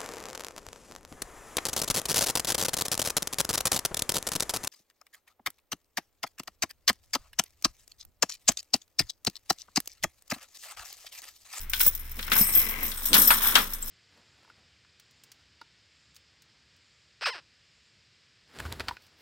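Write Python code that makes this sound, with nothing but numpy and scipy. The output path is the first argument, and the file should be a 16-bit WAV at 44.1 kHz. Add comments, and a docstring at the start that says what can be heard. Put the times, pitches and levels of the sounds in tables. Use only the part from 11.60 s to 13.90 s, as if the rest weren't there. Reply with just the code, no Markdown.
"""A bunch of keys jangles as someone leans through the open cab of an old utility vehicle.
Single keys strike each other and ring, bright and thin, over a patter of tiny damped contacts.
Loose parts knock on the panels; the body scuffs over floor and seat with soft, low bumps.
A low drone and a faint hiss of outdoor air lie underneath."""
import sys
import numpy as np
from scipy import signal
from scipy.fft import rfft, irfft, next_fast_len
from scipy.io import wavfile
from scipy.ndimage import uniform_filter1d

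SR = 44100
rng = np.random.default_rng(int(sys.argv[2]) if len(sys.argv) > 2 else 0)


def store_wav(level_fs):
    """Save 16-bit WAV to argv[1]."""
    pcm = np.round(np.clip(np.atleast_2d(level_fs), -1, 1) * 32767)
    wavfile.write(sys.argv[1], SR, pcm.T.astype(np.int16))


N = 101429

# How each metal piece in the bunch rings. piece: t60_s, modes of (pitch_hz, level_db)
KEY_VOICES = { "small key": (.055, [(15466, 0), (15600, -8), (14290, -8), (11536, -12), (10110, -15),
              (7880, -19)]), "thin key": (.2, [(14375, 0), (14470, -13), (12764, -12), (13227, -16),
              (8463, -20), (3284, -25)]), "long key": (.2, [(12950, 0), (10384, -7), (8890, -9),
              (12200, -11), (7850, -13), (6520, -18)]), "flat key": (.11, [(14003, 0), (5375, -14),
              (12910, -12), (7865, -19)]), "short key": (.11, [(11800, 0), (9857, -12), (15402, -14)]),
              "large ring": (.3, [(8296, 0), (10384, -3), (12188, -2), (13238, -6)]),
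              "small ring": (.13, [(8457, 0), (14800, -6), (12695, -7)]), "held key": (.03, [(14400, -3),
              (15300, -5), (13700, -6), (12200, -9)]), "clip": (0.048, [(7560, 0.5), (12680, -13)]), }
# Clinks that stand out of the jangle: start_s, level_db, piece
CLINK_CUES = [(0.097, -18.5, "held key"), (.227, -15, "small key"), (0.264, -6, "small key"),
              (.276, -7.5, "small key"), (0.35, -17.5, "held key"), (0.393, -31.5, "short key"),
              (.515, -26, "held key"), (0.763, -19, "flat key"), (0.776, -14, "thin key"),
              (.794, -23, "long key"), (0.812, -10.5, "flat key"), (0.825, -28.5, "large ring"),
              (0.867, -26, "large ring"), (0.922, -22, "flat key"), (0.949, -9, "thin key"),
              (0.974, -10, "thin key"), (1.092, -23, "thin key"), (1.229, -20.5, "thin key"),
              (1.265, -19, "held key"), (1.371, -30.5, "small ring"), (1.455, -10, "held key"),
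              (1.484, -26, "small ring"), (1.58, -13.5, "long key"), (1.595, -17, "flat key"),
              (1.615, -15.5, "long key"), (1.673, -6.5, "flat key"), (1.705, -14.5, "long key"),
              (1.832, -18, "thin key"), (1.869, -11, "short key"), (2.225, -22, "clip")]
# How hard the bunch is shaken: time_s, level_db
SHAKE_LEVELS = [(.02, -37), (.08, -62), (.14, -34.5), (.19, -31), (.205, -16.5), (.28, -31), (.33, -41),
                (.355, -38.5), (.42, -47.5), (.56, -43.5), (.70, -36.5), (.73, -23), (.80, -23.5),
                (.87, -34.5), (.935, -28), (1.07, -28.5), (1.15, -43), (1.27, -31), (1.34, -39),
                (1.44, -36), (1.458, -25), (1.52, -41.5), (1.54, -16.5), (1.62, -20.5), (1.66, -24),
                (1.80, -27), (1.87, -24.5), (1.93, -30), (1.98, -26), (2.06, -37.5), (2.115, -40),
                (2.138, -26), (2.16, -50), (2.21, -44.5), (2.3, -32)]
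# How much of the shake reaches the free-swinging keys: time_s, level_db
SWING_LEVELS = [(.7, -20), (.76, 1), (1.1, -14), (1.5, -1), (1.58, -5), (1.9, -5), (2.1, -6)]
# Bright tone of metal touching metal: frequency_hz, level_db
KEY_EQ = [(1500, -21), (3400, -9), (4500, -14), (5500, -4), (6900, -9), (8500, -5), (10900, -9), (12800, 1),
          (15500, 1)]
# Loose parts hitting the cab: start_s, level_db, centre_hz, t60_s
KNOCK_CUES = [(0.134, -20.5, 2980, 0.036), (.204, -25, 1870, 0.051), (0.263, -29, 425, 0.033),
              (0.592, -31, 2140, 0.048), (0.628, -32.5, 3930, 0.028), (.679, -33, 1530, 0.035),
              (0.718, -16.5, 1900, 0.03), (0.7232, -28, 2100, 0.028), (.73, -26, 2200, 0.11),
              (0.7619, -20.5, 870, 0.0091), (.889, -32.5, 273, 0.029), (.811, -24, 180, 0.02),
              (1.317, -30.5, 3980, 0.02), (1.5311, -13.5, 4200, 0.022), (1.541, -14.5, 3930, 0.072),
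              (1.559, -24, 1380, 0.13), (1.705, -12, 1240, 0.059), (1.954, -11, 3300, 0.059),
              (1.957, -17.5, 1130, 0.2)]
# Tone of a clack, before the tilt around its centre: frequency_hz, level_db
KNOCK_EQ = [(200, 1.5), (620, -6.5), (950, -1.5), (1450, 3), (2200, -0.5), (3400, 2), (4600, -0.5),
            (6500, -4), (15000, 0.5)]
# Ringing modes of the cab panels: pitch_hz, level_db
PANEL_MODES = [(926, -1), (1395, -4.5), (1525, 4), (3240, -1), (3456, -2.5), (3824, -9.5)]
# Rubbing over the floor, then against the seat: time_s, level_db
FLOOR_LEVELS = [(.12, -59.5), (.23, -43), (.33, -59.5), (.56, -57), (.70, -44), (.73, -34.5), (.86, -39),
                (1.25, -38), (1.45, -72)]
SEAT_LEVELS = [(1.1, -59.5), (1.44, -42.5), (1.52, -41.5), (1.55, -22), (1.66, -37), (1.73, -28.5),
               (1.79, -35.5), (1.86, -27.5), (1.93, -33), (2.01, -33.5), (2.09, -48), (2.135, -43.5),
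               (2.2, -51.5)]
# Raspy floor and duller seat: frequency_hz, level_db
FLOOR_EQ = [(300, -10), (700, -10.5), (1500, -2), (2500, 0), (3800, -18), (9000, -19)]
SEAT_EQ = [(400, -13.5), (650, -7.5), (950, 0.5), (1500, 2), (2100, -7.5), (3500, -4), (7000, -20)]
# Jostling of the body: time_s, level_db
BUMP_LEVELS = [(.55, -66.5), (.595, -44), (.64, -67), (.70, -49), (.725, -40.5), (.81, -39.5), (.86, -59),
               (.89, -50.5), (1.0, -49.5), (1.27, -46.5), (1.36, -59), (1.495, -49.5), (1.52, -33),
               (1.61, -34.5), (1.67, -40), (1.71, -44.5), (1.85, -52), (1.98, -37.5), (2.12, -55),
               (2.3, -57)]
# Muffled tone of the bumps: frequency_hz, level_db
BUMP_EQ = [(25, -10), (100, -17.5), (140, -10.5), (205, 0), (265, -1.5), (340, -12.5), (450, -7.5),
           (1500, -33)]
# The hum dying away: time_s, level_db
HUM_LEVELS = [(0, -45), (.15, -46.5), (.6, -44), (2.3, -59.5)]
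# Outdoor air, rumble below and hiss above: frequency_hz, level_db
AIR_EQ = [(20, 12), (45, 8.5), (200, -4), (600, -19), (1550, -7), (2200, -8), (16000, -42)]

TICK_DB, TICK_T60_S, CLINK_RISE_S = -10.5, .058, .012
MODE_SCATTER_DB, MODE_PHASE_RAD = 1, 1.91  # the phase is the widest gap between the channels
CONTACTS_PER_S, CONTACT_SPREAD_DB, CONTACT_T60_S = 240, -1, .012
HELD_DB, HELD_T60_S = 3, .035
FREE_DB, STRIKES_PER_S, DETUNE_HZ = -2, 58, 20  # for each free key
KNOCK_TAIL_DB, KNOCK_TAIL_T60_S, KNOCK_DB_PER_OCTAVE = -12.5, .23, -8
PANEL_DB, PANEL_T60_S = -10.5, .13
SCUFFS_PER_S, SCUFF_SPREAD_DB, SCUFF_T60_S = 900, 1, .0088
THROB_HZ, THROB_DB, HUM_HZ, AIR_DB = 23.9, -36.5, 67.3, -51
HIGH_CUT_HZ = 15900
# Stereo image: pan is left minus right; likeness runs from 0 (wide) to 1 (mono)
KEYS_PAN_DB, KNOCK_PAN_DB, FLOOR_PAN_DB, SEAT_PAN_DB = 3, 4.5, 8.5, 2
KEYS_LIKE, KNOCK_LIKE, SCUFF_LIKE, BUMP_LIKE = .017, .11, .027, .92
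HIT_SAMPLES = SR // 2


def key_clinks():
    """One piece strikes another: a sharp tick, then its ring blooms and dies away."""
    out = np.zeros((2, N))
    for start_s, level_db, piece in CLINK_CUES:
        tick = equalise(burst(KEYS_LIKE, TICK_T60_S), KEY_EQ)
        ringing = (1 - decay(CLINK_RISE_S)) * ring(*KEY_VOICES[piece])
        add(out, start_s, undb(level_db) * (ringing + undb(TICK_DB) * tick))
    return pan(out, KEYS_PAN_DB)


def held_contact():
    """Held keys touch: a click and a random cluster of high, quickly damped modes."""
    click = unit(burst(KEYS_LIKE, CONTACT_T60_S))
    modes = [(hz, 0) for hz in rng.uniform(3000, 16000, size=24)]
    return click + undb(HELD_DB) * unit(ring(HELD_T60_S, modes))


def key_jangle():
    """Held keys chatter with the shake, while keys that swing free are struck and ring on."""
    shake = envelope(SHAKE_LEVELS)
    out = equalise(patter(shake, CONTACTS_PER_S, CONTACT_SPREAD_DB, held_contact), KEY_EQ)
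    swing = shake * envelope(SWING_LEVELS)
    for piece in ("long key", "flat key", "short key"):
        t60_s, modes = KEY_VOICES[piece]
        # Halving the decibels brings the weaker modes forward.
        strike = lambda: ring(t60_s, [(rng.normal(hz, DETUNE_HZ), db / 2) for hz, db in modes])
        out += undb(FREE_DB) * patter(swing, STRIKES_PER_S, CONTACT_SPREAD_DB, strike)
    return pan(out, KEYS_PAN_DB)


def panel_knocks():
    """Loose parts hit the panels: a hard clack, a brief ring and the short tail of the cab."""
    out = np.zeros((2, N))
    tail = undb(KNOCK_TAIL_DB) * decay(KNOCK_TAIL_T60_S)
    for start_s, level_db, centre_hz, t60_s in KNOCK_CUES:
        impact = noise(KNOCK_LIKE, HIT_SAMPLES) * (decay(t60_s) + tail)
        clack = equalise(impact, tilt(KNOCK_EQ, centre_hz))
        panel = undb(PANEL_DB) * ring(PANEL_T60_S, tilt(PANEL_MODES, centre_hz))
        add(out, start_s, undb(level_db) * (clack + panel))
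    return pan(out, KNOCK_PAN_DB)


def scuffing(levels, eq, pan_db):
    """Dry rubbing on a surface: a dense stream of tiny noise grains."""
    grain = lambda: burst(SCUFF_LIKE, SCUFF_T60_S)
    rub = patter(envelope(levels), SCUFFS_PER_S, SCUFF_SPREAD_DB, grain)
    return pan(equalise(rub, eq), pan_db)


def body_bumps():
    """The body jostles in the cab: soft swells of low noise."""
    return equalise(noise(BUMP_LIKE, N) * envelope(BUMP_LEVELS), BUMP_EQ)


def background():
    """A deep, steady throb, a hum that fades away and outdoor air, all in the centre."""
    turn = 2 * np.pi * seconds()
    throb = undb(THROB_DB) * np.sin(THROB_HZ * turn)
    hum = envelope(HUM_LEVELS) * np.sin(HUM_HZ * turn)
    air = undb(AIR_DB) * equalise(noise(1, N), AIR_EQ)
    return throb + hum + air


def ring(t60_s, modes):
    """Struck metal: decaying sines, each scattered in level and in left and right phase."""
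    t, out = seconds()[:HIT_SAMPLES], 0
    for hz, db in modes:
        scatter, lag, start = rng.standard_normal(3)
        phase = np.pi * start + MODE_PHASE_RAD * np.tanh(2 * lag) * np.array([[.5], [-.5]])
        out += undb(db + MODE_SCATTER_DB * scatter) * np.sin(2 * np.pi * hz * t + phase)
    return out * decay(t60_s)


def contacts(per_s, spread_db):
    """Random tiny impacts of uneven size, evened out in power over 40 ms."""
    sizes = undb(spread_db * np.minimum(rng.exponential(size=N), 4))
    polarity = rng.choice([-1, 1], N)
    hits = (rng.random(N) < per_s / SR) * sizes * polarity
    power = np.abs(uniform_filter1d(hits ** 2, SR // 25))
    return hits / np.sqrt(power + 1e-4)


def patter(gain, per_s, spread_db, make_hit):
    """Three streams of contacts share the rate, each triggering its own short sound."""
    out = 0
    for _ in range(3):
        hit = make_hit()
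        hit = hit / np.sqrt(3 * np.sum(hit ** 2) / 2)  # a third of the power per stream
        triggers = gain * contacts(per_s / 3, spread_db)
        out += signal.fftconvolve(triggers[None], hit, axes=1)[:, :N]
    return out


def noise(likeness, samples):
    """Stereo white noise with a given likeness of the channels."""
    mid, side = rng.standard_normal((2, samples))
    mid, side = np.sqrt(1 + likeness) * mid, np.sqrt(1 - likeness) * side
    return np.array([mid + side, mid - side]) / np.sqrt(2)


def burst(likeness, t60_s):
    """Noise with an instant attack and a quick decay."""
    return noise(likeness, HIT_SAMPLES) * decay(t60_s)


def equalise(x, eq):
    """EQ through (frequency_hz, level_db) points, scaled to unit power gain."""
    size = 2 * next_fast_len(x.shape[1] // 2 + 2048)
    hz, db = np.array(eq).T
    octave = np.log2(np.maximum(np.fft.rfftfreq(size, 1 / SR), 1))
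    gain = unit(undb(np.interp(octave, np.log2(hz), db)))
    # Minimum phase keeps attacks crisp: nothing rings ahead of a hit.
    cepstrum = irfft(np.log(gain))
    cepstrum[1:size // 2] *= 2
    cepstrum[size // 2 + 1:] = 0
    return irfft(rfft(x, size) * np.exp(rfft(cepstrum)))[:, :x.shape[1]]


def tilt(points, centre_hz):
    """Roll a knock's spectrum off on both sides of its centre."""
    return [(hz, db + KNOCK_DB_PER_OCTAVE * abs(np.log2(hz / centre_hz))) for hz, db in points]


def decay(t60_s):
    """Exponential decay, 60 dB down after t60_s."""
    return np.exp(-np.log(1000) * seconds()[:HIT_SAMPLES] / t60_s)


def envelope(levels):
    """Gain that rides through (time_s, level_db) points."""
    return undb(np.interp(seconds(), *np.array(levels).T))


def pan(x, db):
    """Lean a stereo sound to the left."""
    return x * undb(np.array([[db], [-db]]) / 2)


def add(out, start_s, x):
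    """Mix x in at its cue."""
    i = int(start_s * SR)
    out[:, i:i + x.shape[1]] += x[:, :N - i]


def undb(db):
    """Decibels to gain."""
    return 10 ** (np.asarray(db) / 20)


def unit(x):
    """Scale to rms 1."""
    return x / np.sqrt(np.mean(x ** 2))


def seconds():
    """The time of every sample."""
    return np.arange(N) / SR


def scene():
    """Keys up front, knocks and body movement around them, the background underneath."""
    keys = key_clinks() + key_jangle()
    impacts = panel_knocks() + body_bumps()
    floor = scuffing(FLOOR_LEVELS, FLOOR_EQ, FLOOR_PAN_DB)
    seat = scuffing(SEAT_LEVELS, SEAT_EQ, SEAT_PAN_DB)
    return keys + impacts + floor + seat + background()


def record(dry):
    """Hard-limit the mix at full scale, then cut the very top with a steep low-pass."""
    high_cut = signal.ellip(10, .2, 70, HIGH_CUT_HZ, fs=SR, output="sos")
    return signal.sosfilt(high_cut, np.clip(dry, -1, 1))


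dry = scene()
out = record(dry)
store_wav(out)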